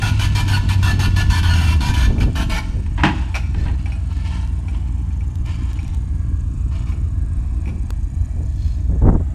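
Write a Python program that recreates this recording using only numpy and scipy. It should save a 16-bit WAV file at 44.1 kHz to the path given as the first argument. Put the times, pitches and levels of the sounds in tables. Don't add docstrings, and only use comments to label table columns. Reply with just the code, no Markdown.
import sys
import numpy as np
from scipy import signal
from scipy.fft import rfft, irfft, next_fast_len
from scipy.io import wavfile
from scipy.ndimage import uniform_filter1d, map_coordinates

SR = 44100
rng = np.random.default_rng(int(sys.argv[2]) if len(sys.argv) > 2 else 0)


def master(y):
    cut = np.clip(np.atleast_2d(y).T, -1, 1)
    pcm = np.round(cut * 32767)
    wavfile.write(sys.argv[1], SR, pcm.astype(np.int16))


N = 412026

# freq_hz, t60_s
YARD_DECAY = [(200, 1), (2000, 0.67), (6000, 1), (14000, 0.32)]
# time_s, level_db
BREEZE = [(0, -20), (2.1, -19.5), (2.8, -20.5), (4, -34.5), (5, -33.5), (5.4, -28.5), (8.4, -22.5),
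          (9.34, -32)]
# start_s, length_s, relative_db
WIND_BUFFETS = [(0.909, 0.11, -23), (1.06, 0.028, -19), (1.892, 0.016, -16), (2.069, 0.066, -17),
                (2.156, 0.14, -17), (2.723, 0.075, -23), (3.545, 0.202, -25), (5.17, 0.06, -34),
                (6.92, 0.15, -33), (7.656, 0.12, -27.5), (8.347, 0.098, -26), (8.887, 0.084, -21.5),
                (9.014, 0.053, -11), (9.061, 0.017, -8), (9.082, .008, -3.5), (9.107, 0.041, -15.5),
                (9.139, 0.025, -11), (9.197, 0.0098, -15.5)]
# freq_hz, density_db
BREEZE_SPECTRUM = [(5, -85), (15, -34), (26, -6), (38, -0.5), (60, 0), (100, -7.5), (160, -23),
                   (300, -34.5), (700, -78)]
BUFFET_SPECTRUM = [(5, -70), (22, 2), (45, 3), (100, -2), (200, -9.5), (400, -21.5), (800, -41.5),
                   (2000, -86)]
FLUTTER_SPECTRUM = [(100, -21), (300, 2), (500, 3), (900, -3), (1400, -15.5), (2000, -25.5), (2800, -45),
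                    (5000, -61)]
# freq_hz, density_db
WHIRR_SPECTRUM = [(240, -34), (400, -18), (520, -20), (650, 2.5), (800, -3), (1080, -1), (1350, -9),
                  (1700, -6), (2100, -16.5), (2400, -11), (3000, -18.5), (5500, -20), (7350, -17.5),
                  (9500, -21), (11500, -30.5), (15000, -53)]
INJECTOR_SPECTRUM = [(3000, -41), (6000, -19), (6700, 6), (7700, -5), (8500, 2), (9700, -10.5),
                     (10600, -32), (13000, -18), (15000, -44)]
BELT_SPECTRUM = [(1400, -55), (1620, -1), (1680, -0.5), (1750, -18), (2000, -55)]
# start_s, length_s, level_db
BELT_SWELLS = [(5.948, 0.41, -59.5), (7.05, .2, -57)]
# start_s, treble_db, body_re_treble_db
DRY_TICKS = [(4.128, -40, -14), (4.168, -37, -14), (4.475, -39, -20), (5.356, -35, -8), (5.463, -36, -12),
             (5.732, -34, -16), (5.83, -38, -20), (5.88, -38, -20), (5.947, -35, -16), (6.89, -39, -20),
             (7.905, -27, 9)]
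# freq_hz, density_db
TICK_TREBLE = [(800, -30), (2500, -2), (5000, 0), (10000, -6), (15000, -13)]
TICK_BODY = [(200, 6.5), (1500, 2.0), (4000, -20), (9000, -40)]
# freq_hz, density_db
RUSTLE_SPECTRUM = [(1500, -9), (3000, -1), (6500, -2.5), (10000, -19), (13000, -16), (15000, -30)]
# pitch_hz, width_hz, gain_db
RUSTLE_RESONANCES = [(2530, 39, 12), (3400, 93, 2), (4250, 70, 10), (5100, 62, 1), (6100, 54, -9),
                     (6740, 52, 7)]
# start_s, length_s, relative_db
LOAD_SWINGS = [(2.58, .08, -47.5), (3.08, .12, -44.5), (3.553, .06, -42), (3.775, 0.093, -48.5),
               (4.091, 0.12, -45), (4.234, .14, -40), (4.7, .06, -49.5), (5.449, 0.06, -40.5),
               (5.6, 0.31, -47.5), (6.703, 0.057, -45), (6.853, .04, -49)]
# freq_hz, density_db
RUB_SPECTRUM = [(400, -15.5), (700, 1.5), (950, 2), (1500, 0.5), (2000, -1), (2600, 2.5), (3100, -0.5),
                (3700, -2.5), (5000, -6.5), (8000, -9.5), (14000, -32)]
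EDGE_SPECTRUM = [(1200, -30), (2300, -2.5), (3000, 2.5), (3700, -4), (4800, -3), (6500, -13.5),
                 (10000, -28), (15000, -45)]
# start_s, relative_db
CHAIN_SNAPS = [(2.183, -37), (2.211, -33), (3.344, -26.5), (3.352, -27), (3.361, -26.5), (3.859, -35.5),
               (3.921, -35), (4.683, -38), (5.108, -50), (5.208, -45), (5.79, -37), (5.85, -47),
               (6.871, -45), (6.921, -38.5), (7.658, -43), (7.677, -38), (7.69, -40.5)]
# pitch_hz, relative_db, t60_s
LINK_MODES = [(804, -3.5, 0.16), (1420, -12.5, 0.23), (2240, -13, 0.071), (2340, 8, 0.056),
              (2510, -2, 0.14), (5351, -27, 0.11), (5620, -11.5, 0.15), (6837, -36, .1), (9330, -21, 0.34),
              (9600, -17, 0.14), (12800, -25, 0.11)]
# freq_hz, density_db
CRACK_SPECTRUM = [(400, -12.5), (700, 4.5), (950, 0), (1500, 0), (2000, 0), (2600, 3.5), (3500, -6),
                  (5000, -7.5), (8000, -16.5), (14000, -41)]
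# start_s, relative_db, t60_s
BED_BLOWS = [(2.862, -34, 0.048), (2.977, -28.5, 0.34), (2.997, -28, 0.23), (3.034, -10.5, 0.19),
             (3.047, -12, 0.13), (3.06, -16, 0.078), (3.078, -20, 0.16), (3.544, -26.5, 0.039),
             (3.655, -32, .25), (3.681, -35.5, 0.18), (3.857, -38.5, 0.14), (3.922, -45, 0.024),
             (4.683, -37, 0.041), (4.745, -39.5, 0.091), (7.67, -42, 0.088)]
# freq_hz, density_db
CLATTER_SPECTRUM = [(40, -42), (130, 4), (320, -2.5), (470, -26), (610, -6), (800, -6.5), (960, -6),
                    (1300, -9.5), (2200, -11), (2900, -15.5), (4500, -25), (8400, -38.5), (14000, -60)]
THUD_SPECTRUM = [(60, -30), (130, -3), (190, 0.5), (310, -3), (450, -17), (900, -63)]
# pitch_hz, width_hz, gain_db
BED_RESONANCES = [(310, 30, 2), (829, 42, 7), (958, 30, 7), (1610, 110, 2), (1900, 150, 2), (2570, 50, 4),
                  (2740, 40, 3), (3100, 150, 2)]
HARD_RESONANCES = [(786, 11, -28), (969, 30.6, 15), (1450, 32, 10), (1540, 24, 0), (1743, 12.5, 17),
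                   (2365, 28, 8.5), (2705, 22.5, 10), (3043, 48, 6), (3380, 61, 0), (4376, 107, 4),
                   (6530, 160, 0.5), (8650, 210, 0), (9700, 67, -12), (11020, 150, 0)]
GRAZED_RESONANCES = [(659, 18.5, 11), (901, 43, 12.5), (1043, 33, 10.5), (1343, 38, 7), (1780, 52, 8),
                     (2270, 120, 4.5), (2750, 24, 6), (2910, 19, 1.5), (3036, 8.3, 4), (4300, 84, -8)]
# start_s, length_s, pitch_hz, glide_hz_per_s, relative_db
STEEL_SQUEALS = [(.527, .028, 1485, -700, -25), (1.035, .025, 1445, -300, -33), (1.5, .04, 1465, -800, -28)]
# pitch_multiple, relative_db
SQUEAL_HARMONICS = [(1, 2.5), (2, -2), (3, -2), (6, -15)]
# start_s, length_s, level_db
SCRAPE_STROKES = [(0.018, 0.077, -24.5), (0.194, 0.063, -24), (0.35, 0.059, -23), (0.479, 0.093, -26),
                  (0.688, 0.046, -25.5), (0.827, 0.088, -24.5), (.992, 0.069, -24), (1.162, 0.056, -23.5),
                  (1.298, 0.094, -24.5), (1.429, 0.09, -27), (1.536, 0.2, -27.5), (1.806, 0.097, -25.5),
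                  (1.938, .12, -27), (2.202, 0.03, -31), (2.354, 0.075, -27), (2.496, 0.092, -26)]
# freq_hz, density_db
SCRAPE_SPECTRUM = [(300, -5), (520, -15.5), (750, -4), (1200, -5.5), (1650, -2.5), (2000, -8.5), (2600, -4),
                   (4600, -8), (6600, -13.5), (7600, -18), (11400, -20), (15300, -31.5)]
# time_s, firing_hz
V8_SPEED = [(0, 105), (.6, 96), (1.2, 92.5), (1.8, 76), (2.3, 50), (2.55, 43), (3.2, 57), (3.75, 59.4),
            (5.6, 56.7), (6.2, 58.6), (7.65, 54.5), (8.35, 38), (8.8, 58)]
# firing_multiple, relative_db
LOPE_TONES = [(.625, -11), (.75, -14), (.875, -16), (1.125, -19), (1.25, -22), (1.375, -10), (1.5, -18),
              (1.625, -15), (1.75, -25), (1.875, -25), (2, -16), (2.125, -19), (2.375, -22), (2.625, -24),
              (3, -16)]
# freq_hz, level_db
PIPE_BOOM = [(25, -31), (40, -29), (58, -23), (84, -15), (106, -20), (130, -21), (180, -24), (300, -37)]
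# freq_hz, gain_db
PIPE_RESPONSE = [(10, -79), (60, -12), (110, 1), (175, -0.5), (210, -3.5), (250, -3), (315, -6),
                 (370, -18.5), (480, -25.5), (800, -34.5), (2000, -79)]
# time_s, level_db
BURBLE_LEVEL = [(0, -29), (2.4, -25.5), (2.9, -35.5), (7.7, -34), (8.1, -38.5), (9.34, -36.5)]


def amp(db):
    return np.exp(np.asarray(db) * (np.log(10) / 20))


def unit(x):
    return x / np.sqrt(np.mean(x ** 2) + 1e-20)


def clock():
    return np.arange(N) / SR


def along(points, hz):
    freqs, values = np.transpose(points)
    return np.interp(np.log(hz + 1), np.log(freqs + 1), values)


def curve(points):
    return np.interp(clock(), *np.transpose(points))


def wobble(rate):
    fine = signal.resample_poly(rng.standard_normal(int(N * rate / SR) + 4), 8, 1)
    return np.interp(np.linspace(0, len(fine) - 16, N), np.arange(len(fine)), fine)


def filtered(x, response):
    size = next_fast_len(N + SR // 2)
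    return irfft(rfft(x, size) * response(np.fft.rfftfreq(size, 1 / SR)), size)[:N]


def hiss(spectrum, rough_db=0):
    grains = rng.standard_normal(N) * amp(rough_db * wobble(900))
    return unit(filtered(grains, lambda hz: amp(along(spectrum, hz))))


def resonate(x, modes):
    def body(f):
        return 1 + sum(amp(db) * 1j * f * width / (hz * hz - f * f + 1j * f * width)
                       for hz, width, db in modes)
    return unit(filtered(x, body)) * np.std(x)


def swell(start_s, length_s, attack_s, t60_s):
    start = round(start_s * SR)
    t = np.arange(min(N - start, int((length_s + 2 * t60_s) * SR))) / SR
    decay = amp(-60 * np.maximum(t - length_s, 0) / t60_s)
    shape = np.zeros(N)
    shape[start:start + len(t)] = (1 - np.exp(-t / attack_s)) * decay
    return shape


def shifting(x, depth_db, frames):
    bands = signal.stft(x, nperseg=1024)[2]
    drift = uniform_filter1d(rng.standard_normal(bands.shape), frames, axis=1)
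    drift = uniform_filter1d(drift, frames // 2, axis=1)
    drift = unit(uniform_filter1d(drift, 3, axis=0))
    return signal.istft(bands * unit(amp(depth_db * drift)), nperseg=1024)[1][:N]


def yard_echo(x):
    hz, t, bands = signal.stft(rng.standard_normal(SR), SR, nperseg=256)
    decay = amp(-60 * t / along(YARD_DECAY, hz)[:, None])
    tail = signal.istft(bands * decay, SR, nperseg=256)[1]
    return signal.fftconvolve(x, np.pad(tail, (600, 0)) / np.linalg.norm(tail))[:N]


def wind():
    flurry_db = 1.5 * wobble(13) + 1.5 * wobble(3)
    rumble = amp(curve(BREEZE) + flurry_db) * hiss(BREEZE_SPECTRUM)
    gusts = sum(amp(db) * swell(s, length, 0.0048, t60_s=0.078) for s, length, db in WIND_BUFFETS)
    ragged = amp(-11 + 3.4 * wobble(110)) * gusts ** 1.74 * hiss(FLUTTER_SPECTRUM, rough_db=3.7)
    return rumble + amp(1.56) * gusts * hiss(BUFFET_SPECTRUM) + ragged


def idling_engine(firing_hz=28.25):
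    firings = np.cumsum(firing_hz * (1 + 0.0065 * wobble(2.5))) / SR
    clicks = sum(amp(db) * np.exp(-((firings - lag) % 1) / .06)
                 for lag, db in [(0, -1), (.19, -2), (.39, 0)])
    whirr = amp(-52.5 + .9 * wobble(7)) * shifting(hiss(WHIRR_SPECTRUM), depth_db=3, frames=50)
    belt = sum(amp(db) * swell(s, length, 0.086, t60_s=1) for s, length, db in BELT_SWELLS)
    whine = belt * hiss(BELT_SPECTRUM)
    uneven = amp(2.4 * wobble(60))
    injectors = shifting(unit(clicks * uneven * hiss(INJECTOR_SPECTRUM)), depth_db=5.5, frames=60)
    return whirr + whine + amp(-60.5) * injectors


def ticks():
    snaps = [(amp(db) * swell(s, 0, .0001, t60_s=0.0076), body_db) for s, db, body_db in DRY_TICKS]
    treble = sum(snap for snap, _ in snaps) * hiss(TICK_TREBLE)
    body = sum(snap * amp(body_db) for snap, body_db in snaps) * hiss(TICK_BODY)
    return treble + body


def rustle(peak_s=8.66, fade_db_per_s=80):
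    level = amp(-49.5 - fade_db_per_s * np.abs(clock() - peak_s))
    grains = level * hiss(RUSTLE_SPECTRUM, rough_db=4.7)
    return shifting(resonate(grains, RUSTLE_RESONANCES), depth_db=2, frames=8)


def load_pressure(db_per_octave=7, fade_db_per_s=2.5):
    hz = curve(V8_SPEED)
    rolling = amp(-44 + db_per_octave * np.log2(hz / np.median(hz)) - fade_db_per_s * clock())
    swings = sum((amp(db) * swell(s, length, 0.012, t60_s=0.78)) ** 2 for s, length, db in LOAD_SWINGS)
    return np.sqrt(rolling ** 2 + swings)


def load_rubbing():
    push = load_pressure()
    judder = amp(1.5 * wobble(45))
    friction = push * judder * hiss(RUB_SPECTRUM, rough_db=2.5)
    bite = push.max() * (push / push.max()) ** 1.45
    edge = amp(-5.5) * bite * judder * hiss(EDGE_SPECTRUM, rough_db=4.6)
    return shifting(amp(-0.5) * resonate(friction, GRAZED_RESONANCES) + edge, depth_db=3, frames=24)


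def chain():
    rings, t = np.zeros(N + SR), np.arange(SR // 3) / SR
    for s, db in CHAIN_SNAPS:
        for hz, mode_db, t60 in LINK_MODES:
            decay = amp(mode_db + rng.normal(0, 3.2) - 60 * t / t60)
            tone = np.sin(2 * np.pi * hz * (1 + rng.normal(0, .007)) * t)
            rings[round(s * SR):][:len(t)] += amp(db - 4.5) * decay * tone
    hardest_db = max(db for _, db in CHAIN_SNAPS)
    crack = sum(amp(db - 1.5 + 0.57 * (db - hardest_db)) * swell(s, 0, 0.00072, t60_s=0.11)
                for s, db in CHAIN_SNAPS)
    return rings[:N] + crack * hiss(CRACK_SPECTRUM, rough_db=1.6)


def bed_bangs():
    force = np.sqrt(sum((amp(db) * swell(s, 0, 0.00096, t60)) ** 2 for s, db, t60 in BED_BLOWS))
    shake = np.sqrt(sum((amp(db) * swell(s, 0, 0.0061, t60_s=.25)) ** 2 for s, db, _ in BED_BLOWS))
    clatter = resonate(amp(1.5) * force * hiss(CLATTER_SPECTRUM, rough_db=2.2), BED_RESONANCES)
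    return clatter + amp(-5) * shake * hiss(THUD_SPECTRUM)


def steel_squeal():
    out, t = np.zeros(N), np.arange(SR // 8) / SR
    for s, length, hz, glide, db in STEEL_SQUEALS:
        phase = 2 * np.pi * (hz * t + glide * t ** 2 / 2)
        voice = sum(amp(level) * np.sin(k * phase) for k, level in SQUEAL_HARMONICS)
        span = slice(round(s * SR), round(s * SR) + len(t))
        out[span] += amp(db) * swell(s, length, .004, t60_s=.05)[span] * voice
    return out


def steel_scrape(graze_from_s=2.3, flex_s=0.00024):
    pressure = sum(amp(db) * swell(s, length, .0006, t60_s=0.12) for s, length, db in SCRAPE_STROKES)
    friction = pressure * amp(0.24 * wobble(70)) * hiss(SCRAPE_SPECTRUM, rough_db=0.97)
    hard = clock() < graze_from_s
    ringing = resonate(friction * hard, HARD_RESONANCES) + resonate(friction * ~hard, GRAZED_RESONANCES)
    flexed_time = clock() + flex_s * wobble(13)
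    wavering = map_coordinates(ringing, [flexed_time * SR], order=3)
    return shifting(wavering, depth_db=3.6, frames=8)


def v8_exhaust():
    hz = curve(V8_SPEED)
    firings = np.cumsum(hz * (1 + .008 * wobble(14))) / SR
    tones = amp(along(PIPE_BOOM, hz) - 1.5 + 1.4 * wobble(12)) * np.sin(2 * np.pi * firings)
    for multiple, db in LOPE_TONES:
        level = amp(along(PIPE_BOOM, multiple * hz) + db + 1.44 * wobble(5))
        tones += level * np.sin(2 * np.pi * (multiple * firings + rng.random()))
    cylinder_gain = amp([2, -1, 0, -2, 2, 1, -2, 0])
    puffs = cylinder_gain[firings.astype(int) % 8] * np.exp(-2 * (firings % 1))
    gas = puffs * (1 + 5 * rng.standard_normal(N))
    burble = unit(filtered(gas, lambda f: amp(along(PIPE_RESPONSE, f))))
    return np.sqrt(2) * tones + amp(curve(BURBLE_LEVEL)) * burble


def scene():
    steel = steel_scrape() + steel_squeal() + bed_bangs() + chain()
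    truck = steel + amp(-14) * yard_echo(steel) + v8_exhaust() + load_rubbing()
    return (truck + rustle() + ticks() + idling_engine() + wind())[None]


def record(dry):
    ceiling, top_hz = .95, 15450
    soft = dry[0] / (1 + np.abs(dry[0] / ceiling) ** 8) ** (1 / 8)
    return filtered(soft, lambda hz: hz < top_hz)[None]


dry = scene()
out = record(dry)
master(out)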